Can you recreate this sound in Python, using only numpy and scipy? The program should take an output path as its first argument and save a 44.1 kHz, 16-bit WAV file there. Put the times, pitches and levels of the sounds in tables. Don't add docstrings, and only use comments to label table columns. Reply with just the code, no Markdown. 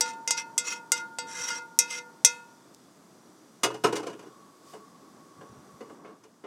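import sys
import numpy as np
from scipy import signal
from scipy.fft import rfft, irfft, next_fast_len
from scipy.io import wavfile

SR = 44100
rng = np.random.default_rng(int(sys.argv[2]) if len(sys.argv) > 2 else 0)


def waveform_to_disk(signal):
    frames = np.transpose(np.atleast_2d(signal))
    scaled = np.clip(frames, -1, 1) * 32767
    samples = np.round(scaled).astype(np.int16)
    wavfile.write(sys.argv[1], SR, samples)


N = 285182
T = np.arange(N) / SR
RING_T = T[:SR]

# (frequency [Hz], density [dB])
FLAME_SPECTRUM = [(25, -54.5), (60, -31.5), (110, -12), (170, -3), (300, 0), (450, -7), (580, -9.5),
                  (700, -10), (850, -12), (1150, -10), (1500, -16), (2400, -29.5), (8000, -64.5)]
# (time [s], level [dB])
FLAME_ENVELOPE = [(0, -54), (1.5, -55.5), (2.2, -57.5), (3.5, -57), (4.3, -56.5), (6.1, -53.5)]
# (frequency [Hz], density [dB])
HISS_SPECTRUM = [(1180, -21.5), (2000, -6), (2530, -9.5), (3170, -8), (3370, -6.5), (3940, -7.5),
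                 (5070, -3), (5540, -11.5), (6040, -6), (6530, -4), (8190, -8), (9490, -9.5),
                 (10900, -12.5), (15200, -19.5), (16000, -23)]
# (frequency [Hz], width [Hz], gain [dB])
WAVERING_HISS_BANDS = [(3500, 340.6, -17.5), (5230, 580, -16), (5810, 350, -10), (8050, 400, -15),
                       (11500, 1700, -20.5)]
# (time [s], level [dB])
AIR_PUFFS = [(1.381, -59), (5.361, -53.5), (5.479, -53), (5.549, -54), (5.71, -57.5)]
# (frequency [Hz], t60 [s], gain [dB])
GRATE_MODES = [(124.5, 0.96, -21), (304.5, 0.24, -8), (332.3, 0.32, -10.5), (377, 0.17, -8),
               (419, 0.32, -8), (435.3, 0.27, -3.5), (469, 0.14, -6), (539, 0.14, -10.5),
               (556.5, 0.17, -11), (721, 0.087, -5), (1034, 0.18, -8), (1310, 0.17, -20), (1440, 0.27, -28)]
# (frequency [Hz], t60 [s], gain [dB])
RESTING_PAN_MODES = [(944, 0.53, -19), (1426, 0.21, -15), (2100, 0.21, -16.5), (2600, 0.27, -19.5),
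                     (2884, 0.2, -9.5)]
# (frequency [Hz], density [dB])
CLATTER_SPECTRUM = [(40, -40.5), (90, -27), (200, -6.5), (400, 4), (750, -5), (1400, -5), (2000, -12.5),
                    (2900, -9), (4000, -10.5), (6000, -5.5), (10000, -14.5), (16000, -32)]
# (time [s], gain [dB], treble [dB], chatter decay [s])
GRILL_KNOCKS = [(3.6329, -19.5, 4, 0.0095), (3.838, -14.5, -9.5, 0.017), (3.955, -31, 2, 0.0063),
                (4.068, -38.5, -3, 0.0031), (4.735, -39, -13, .0037), (5.41, -42, -23, 0.0032),
                (5.806, -37, -23, 0.0036), (5.896, -43, -22, 0.0028), (6.045, -38.5, -26, 0.046),
                (6.235, -48, -9, .0054), (6.438, -36, -33, 0.017)]
# (time [s], first knock gain [dB], length [s])
ROCKING_RUNS = [(3.705, -32, .06), (3.928, -28.5, .215), (4.193, -41.5, .09)]
# (frequency [Hz], nominal t60 [s], lip gain [dB], rim gain [dB], wall gain [dB])
SKILLET_MODES = [(489, 0.47, -37.5, -40, -40), (907, 1.3, -31, -37, -48), (940, 0.8, -56.5, -43, -39),
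                 (1415.6, 0.7, -41.5, -33.5, -43.5), (1424.4, 0.63, -38, -31.5, -35),
                 (1781, 0.62, -43, -57, -49), (2085, .24, -40, -27, -27.5), (2460, 0.2, -51, -53.5, -33),
                 (2535, 0.3, -42, -49, -33), (2590, .35, -40.5, -49.5, -32),
                 (2831, 0.18, -45, -32.5, -41.5), (3296, .24, -38, -47.5, -36),
                 (3750, 0.29, -38.5, -40.5, -36), (4400, 0.37, -44, -47, -44), (4590, 0.15, -29, -39, -33),
                 (4823, 0.18, -35, -30, -33), (5050, 0.18, -56, -37, -33), (5500, 0.079, -48, -38, -36.5),
                 (5560, 0.11, -32, -34, -25.5), (5860, 0.11, -64, -28.5, -25), (5400, .16, -45, -36, -27),
                 (5920, 0.11, -42, -47.5, -27), (5950, 0.13, -62, -38.5, -18.5),
                 (6368, 0.13, -49, -40, -20.5), (6690, 0.16, -40, -36.5, -26), (6716, 0.083, -45, -43, -30),
                 (7100, 0.059, -37, -42.5, -28), (8010, .11, -25.5, -34.5, -41), (8880, .08, -58, -40, -23),
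                 (10600, 0.064, -49, -63, -30)]
# (time [s], length [s], gain [dB], pressure crest [fraction of length])
SPOON_STROKES = [(.04, .075, -43, 0.55), (0.362, 0.024, -35, 0.69), (0.633, 0.1, -38, 0.7),
                 (0.942, 0.047, -43.5, .6), (1.265, 0.31, -40.5, 0.58), (1.872, 0.1, -40.5, 0.75)]
# (frequency [Hz], gain [dB])
RASP_SPECTRUM = [(100, -33), (700, -11), (1300, 8), (2500, 0), (3100, 5.5), (4300, 2.5), (6000, 5.5),
                 (8000, 3.5), (10300, -5), (11200, -13), (16000, -28)]
# (frequency [Hz], width [Hz], gain [dB])
SINGING_MODES = [(2565, 34, -9.5), (5644, 18, -3.5), (5800, 170, -18), (5900, 430, -26), (7700, 110, -21)]
# (frequency [Hz], density [dB])
CLASH_SPECTRUM = [(40, -43), (300, -39), (1000, -17.5), (3000, -12), (4500, -14), (5800, 0), (8000, 0),
                  (9500, -6.5), (11000, -6), (13000, -18), (16000, -25)]
# (time [s], ring gain [dB], place [0 lip, 1 rim, 2 wall], clash gain [dB],
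# clash centre [Hz], hardness [dB/octave])
SPOON_BLOWS = [(.008, 1, 0.36, -19, 5300, -3), (.276, -3.5, 1.48, -30, 5500, -4.5),
               (0.3076, -1, 1.42, -20.5, 7300, -4.5), (0.5788, -6, 1.67, -19, 7800, -3),
               (0.919, -0.5, 1.05, -18, 8100, 0), (1.186, -4.5, .4, -33, 4540, -7),
               (1.504, -5, 0.86, -53.5, 5700, 2), (1.789, -2.5, 2.9, -12.5, 6500, 1),
               (2.248, 0, 2.55, -9, 5970, -1)]
# (time [s], gain [dB])
SPOON_TICKS = [(2.741, -51), (2.747, -42), (2.84, -60)]


def undb(db):
    return 10 ** (np.asarray(db) / 20)


def unit(x):
    return x / np.sqrt(np.mean(x ** 2))


def add(out, start_s, x):
    i = max(int(start_s * SR), 0)
    out[i:i + len(x)] += x[:max(N - i, 0)]


def ramp(start_s, length_s):
    return np.clip((T - start_s) / length_s, 0, 1)


def walk(rate_hz, size=N):
    knots = rng.standard_normal(int(size / SR * rate_hz) + 2)
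    return np.interp(T[:size] * rate_hz, np.arange(len(knots)), knots)


def spectrum_gain(spectrum, hz):
    knots_hz, db = np.transpose(spectrum)
    return undb(np.interp(np.log(hz + 1), np.log(knots_hz), db))


def colour(x, spectrum):
    size = next_fast_len(len(x))
    gain = spectrum_gain(spectrum, np.fft.rfftfreq(size, 1 / SR))
    return irfft(rfft(x, size) * gain, size)[:len(x)]


def butter(x, hz, kind, order=2):
    return signal.sosfilt(signal.butter(order, hz, kind, fs=SR, output="sos"), x + 1e-18)


def resonate(x, hz, width_hz):
    return unit(signal.lfilter(*signal.iirpeak(hz, hz / width_hz, fs=SR), x))


def ring(hz, t60_s, db):
    out = np.zeros(len(RING_T))
    for mode_hz, life_s, gain in zip(hz, t60_s, undb(db) * rng.choice([-1, 1], len(hz))):
        t = RING_T[:int(life_s * SR)]
        out[:len(t)] += gain * np.sin(2 * np.pi * mode_hz * t) * np.exp(-np.log(1000) * t / life_s)
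    return out


def dense_modes(spectrum, t60_s, slope, tilt_db_oct=0):
    t = RING_T[:16384]
    hz = np.fft.rfftfreq(len(t), 1 / SR)
    octave = np.log2(np.maximum(hz, 250) / 1000)
    gain = spectrum_gain(spectrum, hz) * undb(tilt_db_oct * octave)
    noise = unit(irfft(rfft(rng.standard_normal(len(t))) * gain))
    bins = rfft(noise)
    out = np.zeros(len(RING_T))
    for centre_oct in (-2, 0, 2, 4):
        band = irfft(bins * np.maximum(1 - abs(octave - centre_oct) / 2, 0))
        out[:len(t)] += band * np.exp(-np.log(1000) * t / (t60_s * 2 ** (-slope * centre_oct)))
    return out


def puffs():
    out = np.zeros(N)
    window = np.hanning(SR // 14)
    for start_s, db in AIR_PUFFS:
        rumble = butter(rng.standard_normal(len(window)), 182, "low", order=4)
        rumble = butter(rumble, 113, "high", order=4)
        add(out, start_s, undb(db) * window * unit(rumble))
    return out


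def background_hiss():
    hiss = undb(-1) * unit(colour(rng.standard_normal(N), HISS_SPECTRUM))
    for hz, width_hz, db in WAVERING_HISS_BANDS:
        gain = undb(db + 2.3 * walk(4))
        band = resonate(rng.standard_normal(N), hz, width_hz)
        hiss += gain * resonate(band, hz, width_hz)
    return hiss


def flame(dying):
    level_db = np.interp(T, *np.transpose(FLAME_ENVELOPE)) - 7.5 * dying
    flutter = unit(colour(rng.standard_normal(N), FLAME_SPECTRUM)) * undb(level_db + 1.1 * walk(18))
    return flutter + butter(flutter, 170, "low") * (undb(1.3 * walk(5.4)) - 1.1)


def pan_gap():
    covered = ramp(start_s=3.74, length_s=0.45)
    tone = resonate(rng.standard_normal(N), hz=1113, width_hz=38)
    return resonate(tone, hz=1136, width_hz=150) * covered * undb(2 * walk(5))


def burner():
    hiss_drop = ramp(start_s=5.93, length_s=0.073)
    dying = ramp(start_s=6.13, length_s=0.073)
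    surge_db = 7.5 * np.exp(-((T - 4.71) / 0.058) ** 2)
    flutter = flame(dying)
    hiss = background_hiss() * undb(-64.5 + surge_db - 5 * hiss_drop)
    hollow = pan_gap() * (1 - dying) * undb(-60 + surge_db)
    return flutter + hiss + hollow


def rocking():
    gap_s, jitter_s, chatter_s = 0.0335, 0.002, 0.0064
    fade_db_per_s, scatter_db = 55.5, 2.5
    rows = []
    for start_s, first_db, length_s in ROCKING_RUNS:
        scatter = rng.standard_normal((32, 3))
        for after_s, (late, loud, bright) in zip(np.arange(0, length_s, gap_s), scatter):
            db = first_db - fade_db_per_s * after_s + scatter_db * loud
            treble_db = -13 + scatter_db * bright
            rows.append((start_s + after_s + jitter_s * late, db, treble_db, chatter_s))
    return rows


def knocks():
    contacts_per_s, split_hz = 1500, 1600
    dull, bright = np.zeros((2, N))
    t = RING_T[:SR // 10]
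    swell = 1 - np.exp(-RING_T / 0.0048)
    for start_s, db, treble_db, chatter_s in GRILL_KNOCKS + rocking():
        contacts = (rng.random(len(t)) < contacts_per_s / SR) * rng.standard_normal(len(t))
        contacts *= np.exp(-t / chatter_s)
        contacts[0] += 0.8
        clatter = dense_modes(CLATTER_SPECTRUM, t60_s=0.16, slope=0.31)
        clatter += undb(-33.5) * dense_modes(CLATTER_SPECTRUM, t60_s=0.93, slope=0.24)
        grate = undb(-3) * ring(*np.transpose(GRATE_MODES))
        pan = undb(-4.5) * ring(*np.transpose(RESTING_PAN_MODES))
        blow = swell * (grate + pan)
        rattle = signal.fftconvolve(clatter[:SR // 2], contacts / np.linalg.norm(contacts))
        blow[:len(rattle)] += rattle
        add(dull, start_s, undb(db) * blow)
        add(bright, start_s, undb(db + treble_db) * blow)
    return butter(dull, split_hz, "low") - butter(bright, split_hz, "high")


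def skillet(place, mute=0):
    hz, t60_s, *place_db = np.transpose(SKILLET_MODES)
    db = [np.interp(place, [0, 1, 2], row) for row in np.transpose(place_db)]
    return ring(hz, 0.99 * t60_s / (1 + mute * (hz / 2500) ** 2), db)


def stroke_pressure(length_s, crest):
    attack_s, lift_db_per_s = 0.019, 452
    t = T[:int((length_s + 40 / lift_db_per_s) * SR)]
    progress = np.minimum(t / length_s, 1)
    arch_db = -9.5 * ((progress - crest) / max(crest, 1 - crest)) ** 2
    judder_db = 2 * walk(60, len(t))
    lift_db = lift_db_per_s * np.maximum(t - length_s, 0)
    return np.minimum(t / attack_s, 1) * undb(arch_db + judder_db - lift_db)


def scrapes():
    slips_per_s = 5000
    out = np.zeros(N)
    for start_s, length_s, db, crest in SPOON_STROKES:
        pressure = undb(db) * stroke_pressure(length_s, crest)
        n = len(pressure)
        slips = (rng.random(n) < slips_per_s / SR) * rng.standard_normal(n)
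        slips = unit(slips * undb(2 * walk(110, n)))
        bands_hz = np.geomspace(800, 15000, 44) * 2 ** (0.02 * rng.standard_normal(44))
        edge = sum(undb(3.5 * walk(22, n)) * np.sqrt(hz) * resonate(slips, hz, hz / 45)
                   for hz in bands_hz)
        rasp = unit(colour(edge, RASP_SPECTRUM))
        singing = sum(undb(mode_db + 2 * walk(26, n)) * resonate(slips, hz, width_hz)
                      for hz, width_hz, mode_db in SINGING_MODES)
        add(out, start_s, (rasp + undb(0.5) * singing) * pressure)
        pan = skillet(place=1.83, mute=0.93)
        add(out, start_s, undb(3) * signal.fftconvolve(slips * pressure, pan / np.linalg.norm(pan)))
    return out


def clinks():
    out = np.zeros(N)
    hz = np.linspace(3200, 15800, 100) + rng.uniform(-60, 60, size=100)
    t60_s = 0.071 * (hz / 6000) ** -0.7 * np.exp(0.28 * rng.standard_normal(len(hz)))
    for start_s, ring_db, place, clash_db, centre_hz, hard_db_oct in SPOON_BLOWS:
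        octave = np.log2(hz / centre_hz)
        bump_db = 6 * np.exp(-(octave / 0.13) ** 2)
        scatter_db = 3.8 * rng.standard_normal(len(hz))
        gain = spectrum_gain(CLASH_SPECTRUM, hz) * undb(bump_db + hard_db_oct * octave + scatter_db)
        modes_db = 20 * np.log10(gain / np.linalg.norm(gain))
        clash = undb(5) * butter(ring(hz, t60_s, modes_db), 2000, "high")
        crack = undb(5) * dense_modes(CLASH_SPECTRUM, t60_s=0.012, slope=0.1, tilt_db_oct=hard_db_oct)
        porch = undb(-32) * dense_modes(CLASH_SPECTRUM, t60_s=0.55, slope=0.2, tilt_db_oct=-2)
        add(out, start_s, undb(ring_db) * skillet(place) + undb(clash_db) * (crack + clash + porch))
    for start_s, db in SPOON_TICKS:
        add(out, start_s, undb(db) * dense_modes(CLASH_SPECTRUM, t60_s=0.0084, slope=0.1))
    return out


def scene():
    spoon = butter(clinks() + scrapes(), 260, "high")
    grill = butter(knocks(), 122, "high", order=4)
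    return (butter(spoon + grill, 60, "high") + burner() + puffs())[None]


def record(dry):
    ceiling, top_hz = 0.8, 16000
    limited = dry / (1 + (dry / ceiling) ** 8) ** (1 / 8)
    return signal.sosfilt(signal.ellip(10, 0.1, 90, top_hz, fs=SR, output="sos"), limited)


dry = scene()
out = record(dry)
waveform_to_disk(out)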